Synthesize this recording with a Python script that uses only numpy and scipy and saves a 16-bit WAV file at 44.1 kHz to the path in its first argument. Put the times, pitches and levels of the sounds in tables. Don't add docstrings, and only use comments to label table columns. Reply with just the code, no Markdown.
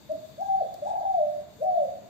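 import sys
import numpy as np
from scipy import signal
from scipy.fft import rfft, irfft
from scipy.io import wavfile
from scipy.ndimage import uniform_filter1d

SR = 44100
rng = np.random.default_rng(int(sys.argv[2]) if len(sys.argv) > 2 else 0)


def log_audio(samples):
    frames = np.atleast_2d(samples).T
    limited = np.clip(frames, -1, 1)
    pcm = np.round(limited * 32767).astype(np.int16)
    wavfile.write(sys.argv[1], SR, pcm)


def gain_from_db(level_db):
    decades = np.asarray(level_db, float) / 20
    return 10 ** decades


N = 92521

# time in seconds, pitch in Hz, level in dB.
HOOT = [(.088, 598.4, -54), (.1, 615, -34.5), (.118, 639.8, -28.5), (.135, 550, -49), (.15, 635, -71)]
# time in seconds, pitch in Hz, level in dB.
GULP = [(0.104, 318, -76.5), (0.124, 309, -54.5), (0.154, 267, -59.5), (.175, 282, -82.5)]
# time in seconds, pitch in Hz, level in dB.
RISE_FALL = [(.372, 520, -59.5), (0.387, 624, -41.5), (.41, 755, -34), (.422, 806, -30),
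             (0.448, 804.3, -40.5), (.478, 797, -43.5), (.49, 726, -82)]
# time in seconds, pitch in Hz, level in dB.
HOLD_DROP = [(0.478, 793.6, -39.5), (0.503, 781, -24), (0.521, 782, -29), (0.533, 782.3, -48),
             (.55, 773.7, -25.5), (0.573, 767, -33), (0.606, 740, -30.5), (0.612, 671, -25.5),
             (0.632, 430, -47)]
# start in seconds, length in seconds, from Hz, to Hz, level in dB.
TRILL = [
    (0.817, .028, 587.4, 611, -33),
    (0.847, 0.038, 590, 903, -32),
    (0.888, 0.039, 590, 884, -31),
    (.932, 0.0393, 580, 883.4, -30.5),
    (0.967, .036, 590, 867, -35),
    (1.005, 0.032, 585, 900, -32),
    (1.03, 0.021, 577.6, 688, -37),
]
# time in seconds, pitch in Hz, level in dB.
LONG_FALL = [(1.031, 805, -61), (1.052, 793.6, -29.5), (1.122, 755.3, -32), (1.169, 701.8, -26.5),
             (1.206, 608.8, -28), (1.252, 603.5, -24), (1.326, 590.5, -50), (1.403, 596.3, -40.5),
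             (1.428, 585, -81)]
# time in seconds, pitch in Hz, level in dB.
ARCH_RISE = [(1.583, 416, -59), (1.598, 450.5, -53.5), (1.614, 555.7, -37), (1.625, 634.3, -27.5),
             (1.647, 612, -34.5), (1.684, 622, -42.5), (1.705, 613.8, -45.5), (1.74, 636, -35),
             (1.771, 635, -52)]
# time in seconds, pitch in Hz, level in dB.
ARCH = [(1.626, 690, -30), (1.64, 739.6, -39.5), (1.666, 744.2, -28), (1.697, 733.8, -26.5),
        (1.734, 724.2, -32), (1.761, 700.6, -25), (1.791, 624, -30), (1.825, 573.7, -31),
        (1.865, 508.5, -48.5)]
# delay in seconds, left level in dB, right level in dB.
ECHOES = [(.0005, 6.5, 3), (.004, -20.5, -7.5), (.009, -16.5, -10.5), (.015, -10, -20.5), (.021, 0, 0),
          (.029, -17, -24), (.038, -1.5, -3.5), (.051, -18.5, -4), (.063, -12, -20), (.077, -9, -6.5),
          (.095, -21.5, -13), (.116, -13, -5.5), (.135, -11, -21), (.155, -12, -21), (.178, -19, -12),
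          (.2, -16.5, -23), (.23, -23.5, -24.5), (.262, -33.5, -24), (.3, -23.5, -30)]
# pitch in Hz, width in Hz, share removed (0 to 1).
SWALLOWED = [(597, 30, .9), (780, 35, .5)]
# time in seconds, peak in dB, left minus right in dB.
TICKS = [
    (.1186, -44, 4),
    (.4095, -44, 3.5),
    (.7417, -40, 4.5),
    (1.4097, -49, 0),
    (1.6312, -49, -1),
]
# middle in seconds, length in seconds, centre in Hz, width in Hz, level in dB.
RUSTLES = [
    (.885, .15, 7000, 3500, -61),
    (.88, .12, 13000, 5000, -69),
    (.92, .2, 2200, 1800, -68),
    (1.64, .04, 12500, 6000, -64),
    (1.64, .05, 6500, 4000, -69),
    (1.84, .04, 6000, 6000, -70),
]
# frequency in Hz, density in dB per Hz.
AIR = [(25, -38.5), (62, -5), (130, 1.5), (330, -6.5), (520, -10.5), (860, -13), (1300, -18), (3200, -22.5)]
# one edge in Hz, other edge in Hz, level in dB.
HISS = [
    (3070, 20700, -62),
    (3350, 3964, -66),
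    (4140, 4900, -68.5),
    (6060, 7560, -69),
    (13800, 3200, -77.5),
]
# frequency in Hz, threshold against neighbours in dB.
DROPPED = [(800, -60), (1200, -18), (2200, -11), (3000, -9.5), (4000, -14), (5200, -8.5), (8000, -10.5),
           (11700, -8), (14500, -10.5), (15300, -7), (15750, -5)]

OCTAVE_DB, TWELFTH_DB = -31, -60
THROAT_HZ, THROAT_WIDTH_HZ = 1615, 80
WOBBLE = .004
EDGE_S = .006
CHIRP_BEND = 0.73
YARD_T60_S, YARD_DB, YARD_BUILD_S = 0.75, -2.5, 0.0043
PORT_LAG_S = .00038
SWALLOWED_AFTER_S = .07
TICK_S, TICK_HZ, TICK_WIDTH_HZ, TICK_LOW_HZ = .0013, 9500, 16000, 3300
AIR_DB = -54
HUM_HZ, HUM_WIDTH_HZ, HUM_DB = 210.4, 2.8, -64.5
HISS_EDGE_HZ, HISS_FADE_DB_PER_S = 45, -1.44
FLOOR_PAN_DB = 1.5
ALIKE_HZ, ALIKE_MOST = 250, 0.66
HOP, GRID = 1024, 280
GAP_LOW_HZ, GAP_HIGH_HZ, GAP_DB, GAP_SHARE = 8650, 11600, -4, .11
TOP_HZ, TOP_OPENS_DB = 15580, 9


def level(x, db):
    return x * gain_from_db(db) / np.sqrt(np.mean(x ** 2))


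def walk(rate):
    k = int(SR / rate)
    steps = np.repeat(rng.standard_normal(N // k + 1), k)
    w = uniform_filter1d(uniform_filter1d(steps, k), k)[:N]
    return w / np.std(w)


def bell(centre_hz, width_hz):
    return lambda hz: np.exp(-2 * ((hz - centre_hz) / width_hz) ** 2)


def noise(gain):
    hz = np.arange(N // 2 + 1) * SR / N + 1
    shared, left, right = rfft(rng.standard_normal((3, N)))
    alike = ALIKE_MOST / (1 + hz / ALIKE_HZ)
    both = np.sqrt(alike) * shared + np.sqrt(1 - alike) * np.array([left, right])
    return irfft(both * gain(hz), N)


def voice(hz, gain):
    phase = 2 * np.pi * np.cumsum(hz) / SR
    octave = gain_from_db(OCTAVE_DB) * bell(THROAT_HZ, THROAT_WIDTH_HZ)(2 * hz)
    tone = np.sin(phase) + octave * np.sin(2 * phase) + gain_from_db(TWELFTH_DB) * np.sin(3 * phase)
    return np.sqrt(2) * gain * tone


def dove(t):
    out = 0
    wobble = 1 + WOBBLE * walk(30.05)
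    for coo in (HOOT, RISE_FALL, HOLD_DROP, LONG_FALL, ARCH_RISE, ARCH, GULP):
        s, hz, db = np.array(coo).T
        edges = np.clip(np.minimum(t - s[0], s[-1] - t) / EDGE_S, 0, 1)
        gain = gain_from_db(uniform_filter1d(np.interp(t, s, db), size=200)) * edges
        pitch = uniform_filter1d(np.interp(t, s, hz), size=300)
        out = out + voice(pitch * wobble, gain)
    for s, length, from_hz, to_hz, db in TRILL:
        u = np.clip((t - s) / length, 0, 1)
        pitch = from_hz + (to_hz - from_hz) * u ** CHIRP_BEND
        out = out + voice(pitch, gain_from_db(db) * np.sin(np.pi * u))
    return out


def yard(t):
    envelope = gain_from_db(-60 * t / YARD_T60_S) * (1 - np.exp(-t / YARD_BUILD_S))
    response = rng.standard_normal((2, N)) * envelope
    response = response / np.sqrt(np.sum(response ** 2) / 2) * gain_from_db(YARD_DB)
    for s, left_db, right_db in ECHOES:
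        response[0] += gain_from_db(left_db) * np.sinc((t - s - PORT_LAG_S) * SR - 8)
        response[1] += gain_from_db(right_db) * np.sinc((t - s) * SR - 8)
    for hz, width_hz, share in SWALLOWED:
        b, a = signal.iirpeak(hz, hz / width_hz, SR)
        response = response - share * signal.lfilter(b, a, response * (t > SWALLOWED_AFTER_S))
    return response / 2


def ticks(t):
    out = 0
    snap = level(noise(lambda hz: bell(TICK_HZ, TICK_WIDTH_HZ)(hz) * (hz > TICK_LOW_HZ)), 0)
    for s, db, pan_db in TICKS:
        gain = gain_from_db(db + np.array([[pan_db], [-pan_db]]) / 2)
        out = out + snap * gain * (t > s) * np.exp(-np.abs(t - s) / TICK_S)
    return out


def rustles(t):
    out = 0
    for s, length, hz, width_hz, db in RUSTLES:
        swell = np.exp(-2 * ((t - s) / length * 2) ** 2)
        out = out + level(noise(bell(hz, width_hz)), db) * swell * gain_from_db(1.5 * walk(90))
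    return out


def rumble_and_hum():
    f, d = np.array(AIR).T
    rumble = noise(lambda hz: gain_from_db(np.interp(np.log(hz), np.log(f), d)) * (hz > f[0]) * (hz < f[-1]))
    return level(rumble, AIR_DB) + level(noise(bell(HUM_HZ, HUM_WIDTH_HZ)), HUM_DB)


def hiss():
    out = 0
    swell = .4 * walk(3) + HISS_FADE_DB_PER_S * (np.arange(N) - N / 2) / SR
    for lo_hz, hi_hz, db in HISS:
        band = noise(lambda hz: np.tanh((hz - lo_hz) / HISS_EDGE_HZ) - np.tanh((hz - hi_hz) / HISS_EDGE_HZ))
        out = out + level(band, db) * gain_from_db(swell + 1.1 * walk(23))
    return out


def scene():
    t = np.arange(N) / SR
    bird = signal.fftconvolve(dove(t)[None], yard(t), axes=1)[:, :N]
    under = ticks(t) + rustles(t) + rumble_and_hum() + hiss()
    return bird * gain_from_db(4.5) + under * gain_from_db(np.array([[FLOOR_PAN_DB], [-FLOOR_PAN_DB]]) / 2)


def thin_spectrum(x):
    n, k = np.arange(2 * HOP) + .5, np.arange(HOP) + .5
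    window = np.sin(np.pi * n / (2 * HOP))[:, None]
    basis = window * np.cos(np.pi / HOP * np.outer(n + HOP / 2, k)) * np.sqrt(2 / HOP)
    padded = np.pad(x, ((0, 0), (2 * HOP - GRID, 2 * HOP + (GRID - N) % HOP)))
    blocks = padded.reshape(2, -1, HOP)
    lines = np.concatenate([blocks[:, :-1], blocks[:, 1:]], axis=2) @ basis
    hz = k * SR / (2 * HOP)
    f, db = np.array(DROPPED).T
    power = uniform_filter1d(uniform_filter1d(lines ** 2, size=24, axis=2), size=3, axis=1)
    around = np.sqrt(np.abs(power))
    lines = lines * (np.abs(lines[0]) > around[0] * gain_from_db(np.interp(hz, f, db)))
    flecks = np.repeat(rng.random((len(lines[0]), HOP // 2)), 2, axis=1) < GAP_SHARE
    opens = around[0] > gain_from_db(TOP_OPENS_DB) * np.median(around[0], axis=0)
    in_gap = (hz > GAP_LOW_HZ) & (hz < GAP_HIGH_HZ)
    lines = lines * np.where(in_gap, flecks * gain_from_db(GAP_DB), (hz < TOP_HZ) | opens)
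    frames = lines @ basis.T
    joined = (frames[:, :-1, HOP:] + frames[:, 1:, :HOP]).reshape(2, -1)
    return joined[:, HOP - GRID:][:, :N]


def low_pass(x):
    return signal.sosfilt(signal.butter(12, 16430, fs=SR, output="sos"), x)


def record(dry):
    mix = thin_spectrum(dry)
    return low_pass(mix)


dry = scene()
out = record(dry)
log_audio(out)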